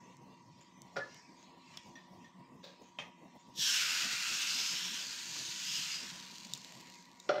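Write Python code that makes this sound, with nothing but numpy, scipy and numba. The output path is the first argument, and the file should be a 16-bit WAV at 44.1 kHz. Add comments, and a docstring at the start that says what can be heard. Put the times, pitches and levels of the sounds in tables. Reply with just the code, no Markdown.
"""Pancakes on a gas ring

A small hard-walled kitchen, heard through a phone just above the stove: noise makes the fluttering flame,
an airy hiss and low gusts; narrow bands and a sine sing. Struck modes and clatter make a pan leaving the
iron grate, a ladle in the batter bowl and a second pan being set down; noise grains make rubs and a scuff.
Batter hits that hot second pan: dense random bursts sizzle as it is swirled, then thin to a crackle.
Fat ticks and spits, batter sloshes softly, short tones squeak, and the cooling pan pings."""
import sys
import numpy as np
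from scipy import signal
from scipy.fft import rfft, irfft
from scipy.io import wavfile
from numba import njit

SR = 44100
rng = np.random.default_rng(int(sys.argv[2]) if len(sys.argv) > 2 else 0)


def unload_wav(signal):
    """Save mono or channel-first audio to the path in sys.argv[1] as 16-bit WAV at rate SR, clipped to [-1, 1]."""
    wavfile.write(
        sys.argv[1],
        SR,
        np.round(np.clip(np.atleast_2d(signal).T, -1, 1) * 32767).astype(np.int16),
    )


N = 326340
T = np.arange(N) / SR
RING_SAMPLES = SR // 2  # longest ring of a struck object
# first batter touches the second pan, and the time it takes to wet it (s)
TOUCH_S, WETTING_S = 3.515, 0.075

# Clatter of both steel pans: (frequency [Hz], level [dB])
STEEL_SPECTRUM = [(70, -60), (115, -11), (170, -8), (280, -9.5), (400, 2), (600, 2.5), (1000, -9),
                  (1400, 2), (1700, -10), (3000, -16), (5500, -14.5), (7000, -28.5), (10000, -45)]
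# Gritty rubbing, also the ladle's clatter: (frequency [Hz], level [dB])
RUB_SPECTRUM = [(100, -25), (300, -11.5), (600, 7), (1400, -2), (2800, 2.5), (4000, 1), (5200, -11),
                (7200, -18), (9000, -35), (14000, -22)]
# Sharp snaps of fat and of hot metal: (frequency [Hz], level [dB])
SNAP_SPECTRUM = [(1000, -29), (5000, 3), (7500, 7), (10000, -13), (12000, -10)]


def amp(db):
    """Amplitude ratio of a level in dB."""
    return np.exp(np.asarray(db) * (np.log(10) / 20))


def unit(x):
    """Scale to an RMS of 1."""
    return x / np.sqrt(np.mean(x ** 2))


def noise():
    """White noise of unit power over the whole scene."""
    return rng.standard_normal(N)


def curves(table):
    """Every column of a table, joined by straight lines in time."""
    s, *columns = np.transpose(table)
    return [np.interp(T, s, c) for c in columns]


def convolve(x, response):
    """Apply an impulse response, cut to the scene's length."""
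    return signal.oaconvolve(x, response)[:N]


def colour(x, spectrum, size=2048):
    """Causal minimum-phase filter through (Hz, dB) points; white noise keeps its power."""
    hz, db = np.transpose(spectrum)
    grid = np.maximum(np.arange(size // 2 + 1) * SR / size, 1)
    level_db = np.interp(np.log(grid), np.log(hz), db)
    cepstrum = irfft(np.log(amp(level_db)))
    # fold the cepstrum onto positive times, so that nothing sounds early
    cepstrum[1:size // 2] *= 2
    cepstrum[size // 2 + 1:] = 0
    response = irfft(np.exp(rfft(cepstrum)))
    return convolve(x, response / np.linalg.norm(response))


def band(x, hz, width):
    """A resonance that stays in place, gain 1 at its centre."""
    return signal.lfilter(*signal.iirpeak(hz, hz / width, fs=SR), x)


@njit
def resonance(x, hz, width):
    """Band-pass with moving centre and width, gain 1 at the top."""
    y = np.empty(len(x))
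    band_state, low_state = 0., 0.
    for i in range(len(x)):
        g = np.tan(np.pi * hz[i] / SR)
        k = width[i] / hz[i]
        v = (band_state + g * (x[i] - low_state)) / (1 + g * (g + k))
        band_state = 2 * v - band_state
        low_state = low_state + 2 * g * v
        y[i] = k * v
    return y


def walk(rate):
    """Random wandering through `rate` new points per second, with a spread near 1."""
    points = rng.standard_normal(4096)
    return np.sqrt(3 / 2) * np.interp(T * rate, np.arange(len(points)), points)


def fade(t, t60):
    """Exponential decay by 60 dB in t60 seconds."""
    return amp(-60 * t / t60)


def bump(s, length):
    """A smooth bell-shaped swell around a moment."""
    return np.exp(-.5 * ((T - s) / length) ** 2)


def lagged(x, seconds):
    """Follow x slowly, with a time constant in seconds."""
    keep = np.exp(-1 / (seconds * SR))
    return signal.lfilter([1 - keep], [1, -keep], x)


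def bursts(rate, spread_db):
    """Random clicks of near unit power at any rate: a positive spread gives many small, a few large."""
    chance = np.clip(rate / SR, 1e-5, 1)
    size_steps = np.minimum(rng.exponential(size=N), 6)
    size = unit(amp(spread_db * size_steps))
    happens = rng.random(N) < chance
    return happens * size * np.sign(noise()) / np.sqrt(chance)


def drifting_comb(x, db, sway_s, sway_rate, farthest_s, count=6):
    """Sum of delayed copies with slowly wandering delays; gives noise a drifting comb-like colour."""
    lags = np.geomspace(farthest_s / 4, farthest_s, count)
    copies = sum(np.interp(T - lag - sway_s * walk(sway_rate), T, x) for lag in lags)
    return (x + amp(db) * copies) / np.sqrt(1 + count * amp(db) ** 2)


def kitchen(x, wet_db, t60=0.31, gap=0.0043):
    """Close hard walls give a short, dense tail that loses its top."""
    t = T[:SR]
    dull = signal.lfilter(*signal.butter(1, 7000, fs=SR), rng.standard_normal(SR))
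    tail = dull * fade(t, t60) * (t > gap)
    return x + amp(wet_db) * convolve(x, tail / np.linalg.norm(tail))


def body(modes, spectrum, clatter_db, clatter_t60, ring_share):
    """Answer to one tap: clear modes plus a quickly dying crowd of weaker ones."""
    t = T[:RING_SAMPLES]
    ring = 0
    for k, (hz, db, t60) in enumerate(modes):
        ring = ring + (-1) ** k * amp(db) * fade(t, t60 * ring_share) * np.sin(2 * np.pi * hz * t)
    clatter = colour(rng.standard_normal(len(t)) * fade(t, clatter_t60), spectrum)[:len(t)]
    return ring / np.linalg.norm(ring) + amp(clatter_db) * clatter / np.linalg.norm(clatter)


def strike(blows, modes, spectrum, clatter_db, clatter_t60, softness=.002):
    """Each blow builds up over its contact time, then rings; on a soft seat longer contact is duller."""
    out, t = np.zeros(N + SR), T[:RING_SAMPLES]
    for s, db, contact, ring_share in blows:
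        start = int(s * SR)
        ring = body(modes, spectrum, clatter_db, clatter_t60, ring_share) * np.minimum(t / contact, 1)
        out[start:start + len(t)] += amp(db) * lagged(ring, softness * contact)
    return out[:N]


def stroke(s, db, rise, fall):
    """Pressure of a rub: it builds up evenly, then lets go exponentially."""
    release = np.exp(-np.maximum(T - s - rise, 0) / fall)
    return amp(db) * np.clip((T - s) / rise, 0, 1) * release


def burner(roar_db=-64.5, whistle_hz=958, whistle_db=-66):
    """The flame flutters in patches, the burner's cavities sing and one tone holds nearly steady."""
    # Roar of the flame: (frequency [Hz], level [dB])
    flame_spectrum = [(25, 7.5), (55, -3), (105, -4), (135, 2.5), (250, 0.5), (400, -8), (550, -8.5),
                      (750, -9.5), (1000, -8.5), (1400, -65.5), (3000, -39.5)]
    # The flame flares up or sinks: (time [s], half length [s], level above its steady roar [dB])
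    flares = [(0.577, 0.051, 5), (2.128, 0.19, -3), (4.72, 0.45, 3), (5.24, .09, -2.5)]
    # Burner tube and head: (frequency [Hz], width before scaling in two passes [Hz], level before swell [dB])
    cavities = [(180.2, 9.8, -67), (255.8, 14.4, -70), (340.6, 11.3, -73), (974, 63, -68), (1051, 1.7, -78),
                (1137, 11.5, -76.5), (1936, 89, -80)]
    flutter = walk(22)
    flare_db = sum(db * bump(s, length) for s, length, db in flares)
    roar = colour(noise(), flame_spectrum)
    patches = sum(walk(13) * band(roar, hz, hz / 3) for hz in np.geomspace(130, 750, 5))
    flame = (roar + 0.49 * patches) * amp(roar_db + flare_db + 4.7 * flutter + 1.9 * walk(45))
    song = 0
    for hz, width, db in cavities:
        narrow = band(band(noise(), hz, 1.48 * width), hz, 5 * width)
        song = song + amp(db) * unit(narrow)
    swell = amp(1.5 * walk(7) + .7 * flutter)
    whistle_phase = 2 * np.pi * np.cumsum(whistle_hz + 0.71 * walk(9)) / SR
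    whistle = amp(whistle_db) * np.sin(whistle_phase)
    return flame + swell * song + whistle


def airy_hiss(patchy=0.5, width_hz=700):
    """Airy hiss around the stove, swelling and fading, with bright patches coming and going."""
    # Colour of the hiss: (frequency [Hz], level [dB])
    hiss_spectrum = [(500, -1.5), (1500, -6), (2000, 2.5), (3500, 0.5), (5000, 0.5), (7000, -2.5),
                     (7600, -9.5), (8500, -9), (9700, -37), (12500, -22), (13500, -26), (15500, -45)]
    # Its slow course before patches and flicker: (time [s], level [dB])
    hiss_level = [(0, -71), (.13, -68), (.29, -71.5), (.85, -70), (1.08, -66), (1.18, -62.5), (1.46, -67.5),
                  (1.56, -73), (1.75, -59.5), (1.95, -70.5), (2.35, -70), (2.58, -71), (3.26, -71),
                  (3.48, -67.5), (6.9, -62.5), (7.15, -67.5), (7.25, -61)]
    air = drifting_comb(colour(noise(), hiss_spectrum), db=0.5, sway_s=0.00051, sway_rate=2.5, farthest_s=.006)
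    patches = sum(walk(9) * band(air, hz, width_hz) for hz in np.linspace(1900, 7000, 8))
    return (air + patchy * patches) * amp(curves(hiss_level)[0] + 0.33 * walk(12))


def gusts_and_sloshes(width_share=0.37):
    """Short low gusts: puffs of the flame near 130-260 Hz, soft sloshes of batter near 600 Hz."""
    # Gusts and sloshes: (time [s], half length [s], centre [Hz], level [dB])
    swells = [(0.22, 0.05, 150, -59.5), (0.52, 0.075, 130, -61.5), (1.304, 0.022, 263, -61),
              (2.41, 0.024, 163, -57), (4.927, 0.011, 222, -52.5), (5.033, .025, 630, -60.5),
              (5.786, 0.12, 163, -59.5), (6.554, 0.046, 150, -58), (6.74, 0.059, 623, -65.5)]
    out = 0
    for s, length, hz, db in swells:
        width = width_share * hz
        gust = unit(band(band(noise(), hz, width), hz, 2 * width))
        out = out + amp(db) * bump(s, length) * gust
    return out


def crackle(rate=40, db=-84, gone_s=2.0, leaving_s=0.54):
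    """Fat under the first pancake ticks faintly until its pan is carried away."""
    near = np.clip((gone_s - T) / leaving_s, 0, 1)
    ticks = colour(bursts(rate, spread_db=10.5), SNAP_SPECTRUM)
    return amp(db) * near * kitchen(ticks, wet_db=-20)


def utensils():
    """Everything handled around the stove; the room answers all but the squeaks."""
    metal = lift_first_pan() + land_second_pan() + knock_bowl() + clink_ladle()
    return kitchen(metal + rubs() + scuff(), wet_db=-9.0) + squeaks()


def rubs(grain_rate=7000, width_hz=700):
    """Short gritty swishes around the stove, each with one emphasised band."""
    # Swishes: (time [s], level of the stroke [dB], rise [s], fall [s], band centre [Hz])
    swishes = [(.605, -61, 0.0063, 0.025, 7050), (1.36, -63, 0.043, 0.038, 6600),
               (2.81, -65, 0.033, 0.044, 6550), (3.384, -62, 0.011, 0.022, 7040),
               (5.345, -51, 0.023, 0.0079, 1280)]
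    grit = colour(bursts(grain_rate, spread_db=6.0), RUB_SPECTRUM)
    out = 0
    for s, db, rise, fall, hz in swishes:
        bright = unit(band(band(grit, hz, width_hz), hz, 2 * width_hz))
        out = out + stroke(s, db, rise, fall) * (grit + 0.92 * bright)
    return out


def squeaks(waver=0.015, ring=0.28, ring_t60=0.34):
    """Steam and the pan's base slipping on the grate give nearly pure tones that swell and ring out."""
    # Squeaks: (time [s], half length [s], pitch [Hz], level [dB])
    tones = [(0.79, 0.054, 6070, -69.5), (0.991, 0.0043, 1454, -42), (1.025, 0.015, 1722, -38.5)]
    out = 0
    for s, length, hz, db in tones:
        phase = 2 * np.pi * np.cumsum(hz * (1 + waver * walk(190))) / SR
        tail = ring * (T > s) * fade(np.abs(T - s), ring_t60)
        out = out + amp(db) * np.maximum(bump(s, length), tail) * np.sin(phase)
    return out


def lift_first_pan():
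    """The first pan rattles off the iron grate, its ring shortened by the grip."""
    # Blows: (time [s], level [dB], contact time [s], share of the ring time left by the grip [1])
    blows = [(.9585, -20, 0.0016, .48), (.9648, -9.5, 0.00024, 0.44), (.9775, -16, 0.001, 0.4),
             (.9835, -19, 0.0018, 0.61), (.9975, -26, 0.0017, 0.39), (1.032, -31, 0.0038, 0.51)]
    # Modes of this pan: (frequency [Hz], level [dB], t60 before the grip [s])
    modes = [(180, -5, 0.54), (395, -3, 0.18), (475, -11, 0.17), (521, 6.5, 0.24), (566, 8, .3),
             (722, 1, 0.16), (1207, 3, .18), (1400, 7, 0.15), (1460, 9, 0.33), (1735, -6, .4),
             (1860, 4, 0.19), (2063, -7, 0.42), (4700, 2, 0.055)]
    return strike(blows, modes, STEEL_SPECTRUM, clatter_db=-1.5, clatter_t60=0.096, softness=0.015)


def spits(snap_db=-10, snap_t60=0.011, usual_t60=0.0024):
    """Each spit of fat snaps and rings briefly; the longer it rings, the softer its snap."""
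    # Spits: (time [s], starting level of the ring [dB], pitch [Hz], ring t60 [s])
    drops = [(1.145, -42.5, 3350, 0.0024), (1.7723, -34, 5300, 0.0072), (1.775, -34, 3400, 0.0082),
             (6.383, -35, 4670, .003), (6.4706, -39, 4050, 0.003), (6.55, -35, 5900, 0.002),
             (6.576, -35, 4500, .002), (6.6467, -35, 3870, 0.0045), (6.723, -38, 2660, 0.0029),
             (6.767, -45, 4800, .002), (6.8105, -37.5, 4770, 0.0029), (6.9, -42, 5180, 0.0029)]
    rings, snaps, t = np.zeros(N + SR), np.zeros(N + SR), T[:SR // 10]
    for s, db, hz, t60 in drops:
        start = int(s * SR)
        span = slice(start, start + len(t))
        rings[span] += amp(db) * np.sin(2 * np.pi * hz * t) * fade(t, t60)
        snap = rng.standard_normal(len(t)) * fade(t, snap_t60)
        snaps[span] += amp(db + snap_db) * np.sqrt(usual_t60 / t60) * snap
    return kitchen(rings[:N] + colour(snaps[:N], SNAP_SPECTRUM), wet_db=-13.5)


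def clink_ladle():
    """The ladle clinks, ringing a few high modes."""
    # Clinks: (time [s], level [dB], contact time [s], share of the ring time [1])
    clinks = [(1.955, -24, .0004, 0.76), (2.243, -30, 0.0028, 0.4)]
    # Modes of the ladle: (frequency [Hz], level [dB], t60 before that share [s])
    modes = [(1853, 4, 0.28), (1790, -3, 0.41), (3451, -0.5, 0.18), (5780, 2.5, 0.08)]
    return strike(clinks, modes, RUB_SPECTRUM, clatter_db=-6.0, clatter_t60=0.35)


def scuff(grain_rate=3000, grit_db=1.5):
    """The second pan is picked up: its base sticks and slips, ringing a body and a bright scrape."""
    # What the scuff rings: (frequency [Hz], width of the narrower pass [Hz], level before the stroke [dB])
    scraped = [(545, 200, -5), (1650, 120, -13), (3640, 1040, -1)]
    slips = bursts(grain_rate, spread_db=-3.0)  # mostly large, a few small
    ring = sum(amp(db) * unit(band(band(slips, hz, width), hz, 2 * width)) for hz, width, db in scraped)
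    grit = amp(grit_db) * colour(slips, RUB_SPECTRUM)
    return stroke(2.629, db=-54.5, rise=.013, fall=.05) * (ring + grit)


def knock_bowl():
    """The ladle knocks in the batter bowl."""
    # Blows: (time [s], level before the bowl's trim [dB], contact time [s], share of the ring time [1])
    blows = [(2.987, -9.5, 0.00034, 0.37), (2.9915, -19, 0.0011, 0.79), (3.005, -19.5, 0.0018, 0.44)]
    # Modes of the bowl: (frequency [Hz], level [dB], t60 before that share [s])
    modes = [(590, 0, 0.55), (890, -9, 0.22), (1250, -2, 0.56), (1880, 3, 0.16), (2100, -4, 0.13),
             (2540, 15.5, 0.2), (3175, 20.5, 0.1), (3730, 1.5, 0.14), (7000, -7, 0.16)]
    # Clatter of the bowl: (frequency [Hz], level [dB])
    bowl_spectrum = [(150, -9), (600, -2.5), (1100, 5.5), (1450, -9), (2000, 1.5), (3300, -2.5),
                     (4700, -14), (6300, -9.5), (8000, -28), (14000, -43)]
    return amp(-4.0) * strike(blows, modes, bowl_spectrum, clatter_db=-1.5, clatter_t60=0.16)


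def sizzle():
    """Steam bursts out under the batter: a hiss while it boils hard, separate crackles as it sets."""
    # Small bubbles: (frequency [Hz], level [dB])
    fry_spectrum = [(300, -40.5), (1500, -21.5), (2000, -12.5), (2700, -2), (4000, 0), (5200, -0.5),
                    (7000, 0), (7700, -6), (8600, -9.5), (10000, -25), (12000, -42.5)]
    # Large bubbles: (frequency [Hz], level [dB])
    large_spectrum = [(120, -48), (400, -31), (600, -18.5), (800, -14), (1200, -4), (1500, 1), (2100, -0.5),
                      (2800, 2), (5000, -57)]
    # Finest spray: (frequency [Hz], level [dB])
    spray_spectrum = [(7000, -15.5), (10000, -14), (11500, -4.5), (13500, -7), (15500, -11.5)]
    # burst rates (1/s) rise steeply from a simmer as the boil nears its full level
    simmer_rate, full_rate, full_boil_db, thinning = 120, 44000, -41, 1.4
    # large bubbles need time (s) and a strong boil to grow; the spray comes at once
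    large_db, grow_s, large_needs_db, spray_db = -8.5, 0.11, -60.5, -18.5
    # the first bubbles are all tiny, so the hiss starts thin: how long, and the band it lacks
    young_s, thin_hz, thin_width_hz = 0.1, 2010, 1700
    boil = boiling()
    rate = simmer_rate + full_rate * (boil / amp(full_boil_db)) ** thinning
    small = bursts(rate, spread_db=3.5)
    large = bursts(.5 * rate, spread_db=0.5)
    hiss = colour(small, fry_spectrum)
    young = np.exp(-np.maximum(T - TOUCH_S, 0) / young_s)
    thin_hiss = hiss - young * band(hiss, thin_hz, thin_width_hz)
    grown = np.maximum(lagged(boil, grow_s) - amp(large_needs_db), 0)
    fry = boil * thin_hiss + amp(large_db) * grown * colour(large, large_spectrum)
    ringing = hollow(fry + 1e-18)  # the tiny offset keeps the filters off zero
    coloured = drifting_comb(ringing, db=-21.5, sway_s=0.000274, sway_rate=2.2, farthest_s=.005)
    spray = amp(spray_db) * boil * colour(small, spray_spectrum)
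    return kitchen((coloured + spray) * amp(0.61 * walk(40)), wet_db=-22.5)


def boiling():
    """Each wetting of bare metal swells, then dies away as the batter sets; their powers add."""
    # Batter poured, then swirled: (time of the height [s], level [dB], rise [s], dying away [dB/s])
    wettings = [(3.641, -30, 0.042, 17), (3.75, -39.5, 0.098, 19), (4.578, -36, 0.3, 16.5),
                (5.521, -45, 0.28, 21.5), (5.79, -39, 0.15, 33.5), (6.46, -54.5, 0.077, 24),
                (6.78, -56, 0.15, 38)]
    power = 0
    for s, db, rise, fall_db_per_s in wettings:
        swell = np.exp(-(np.minimum(T - s, 0) / rise) ** 2)
        power = power + swell * amp(db - fall_db_per_s * np.maximum(T - s, 0)) ** 2
    return np.sqrt(power) * np.clip((T - TOUCH_S) / WETTING_S, 0, 1)


def hollow(x, patchy=0.2, patch_width_hz=450, patch_rate=11):
    """Resonances slide as the pool spreads and the pan tilts, narrower when strong; bright bands flicker."""
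    # Lowest resonance: (time [s], frequency [Hz], strength [1])
    low_ring = [(3.58, 1760, 5.7), (3.7, 1610, 2.1), (3.88, 1470, 1.3), (4.42, 1510, 0.86),
                (4.72, 1590, 0.12), (5, 1700, 0.45), (6.55, 1800, 0.17), (6.72, 1910, 4.4)]
    # Middle resonance: (time [s], frequency [Hz], strength [1])
    mid_ring = [(3.6, 3360, 2.2), (3.7, 3050, 1.1), (3.8, 2520, 1.06), (4.15, 2380, 0.78),
                (4.5, 2700, 0.94), (4.7, 3100, 0.42), (4.87, 3300, 2.1), (5, 3140, 0.67), (5.1, 2900, 0.29),
                (5.55, 2940, 0.15), (5.8, 2950, 1.06), (6.1, 2500, 0.26)]
    # High resonance: (time [s], frequency [Hz], strength [1])
    high_ring = [(3.62, 5600, 1.3), (3.8, 5240, 0.84), (4.15, 4200, .45), (4.4, 4800, 0.24),
                 (4.8, 5270, 2.4), (4.96, 5670, .8), (5.04, 4530, 1.5), (5.32, 4500, 0.68),
                 (5.55, 4630, .2), (5.7, 5070, 2.4), (5.86, 5000, 0.19), (6.1, 4900, 0.25), (6.3, 4300, .8)]
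    # The hiss gathers in one band: (time [s], half length [s], frequency [Hz], width [Hz], strength [1])
    surges = [(4.697, .05, 6300, 300, 1.1), (5.483, 0.26, 6660, 900, .6), (5.966, 0.045, 4870, 160, 3.2)]
    out, total = x, 0
    # each width (Hz) holds at strength 1
    for table, width in ((low_ring, 270), (mid_ring, 950), (high_ring, 590)):
        hz, strength = curves(table)
        out = out + strength * resonance(x, hz, width / np.sqrt(np.maximum(strength, .1)))
        total = total + strength
    for s, length, hz, width, strength in surges:
        out = out + strength * bump(s, length) * band(x, hz, width)
    patches = sum(walk(patch_rate) * band(x, hz, patch_width_hz) for hz in np.linspace(1800, 7400, 10))
    # strong resonances turn the whole down a little
    return (out + patchy * patches) / (1.12 + 0.13 * total)


def pings():
    """The hot pan's metal ticks brightly as the batter cools it and it shrinks."""
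    # Pings: (time [s], level [dB], contact time [s], share of the ring time [1])
    ticks = [(6.5355, -13, 0.00042, 0.77), (7.1993, -23.5, 0.0018, 0.92)]
    # Modes of a ping: (frequency [Hz], level [dB], t60 before that share [s])
    modes = [(3770, -3.5, 0.025), (5650, -12, 0.021), (7000, -1, 0.015), (8230, -12, 0.012)]
    return kitchen(strike(ticks, modes, SNAP_SPECTRUM, clatter_db=-0.5, clatter_t60=0.0094), wet_db=-19)


def land_second_pan():
    """The second pan lands and rocks on the grate, its ring shortened by the grip."""
    # Blows: (time [s], level [dB], contact time [s], share of the ring time left by the grip [1])
    blows = [(7.2905, -2.5, 0.00083, 0.25), (7.2971, -5.5, 0.0016, 0.18), (7.3038, -15.5, 0.0012, .6),
             (7.3137, -13, 0.0018, .7), (7.3402, -14, .0015, .7), (7.3535, -11.5, 0.0021, 0.46),
             (7.3585, -18, .0018, 0.54), (7.38, -11.5, 0.0022, .6)]
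    # Modes of this pan: (frequency [Hz], level [dB], t60 before the grip [s])
    modes = [(345, 0, 0.32), (399, 3, 0.27), (545, 7.5, .3), (604, 8.5, 0.32), (702, 3, .16),
             (739, 3, 0.24), (844, 0, 0.41), (1204, -5, 0.13), (1380, 7, .11), (1455, 7, 0.17),
             (1740, -5, .2), (2030, -2, .22), (2440, -7.5, .1), (2940, -1, 0.15), (3165, -6, .11),
             (3420, 2, 0.17), (4200, -3, .14), (5530, -2, 0.13)]
    return strike(blows, modes, STEEL_SPECTRUM, clatter_db=-1, clatter_t60=0.092, softness=0.037)


def scene():
    """All sources at the stove, summed to one channel."""
    stove = burner() + airy_hiss() + gusts_and_sloshes()
    return (stove + crackle() + utensils() + spits() + sizzle() + pings())[None]


def record(dry, bass_hz=115, top_hz=15600):
    """The phone thins the bass and cuts the top steeply."""
    thin = signal.sosfilt(signal.butter(2, bass_hz, "high", fs=SR, output="sos"), dry)
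    return signal.sosfilt(signal.ellip(10, .2, 70, top_hz, fs=SR, output="sos"), thin)


dry = scene()
out = record(dry)
unload_wav(out)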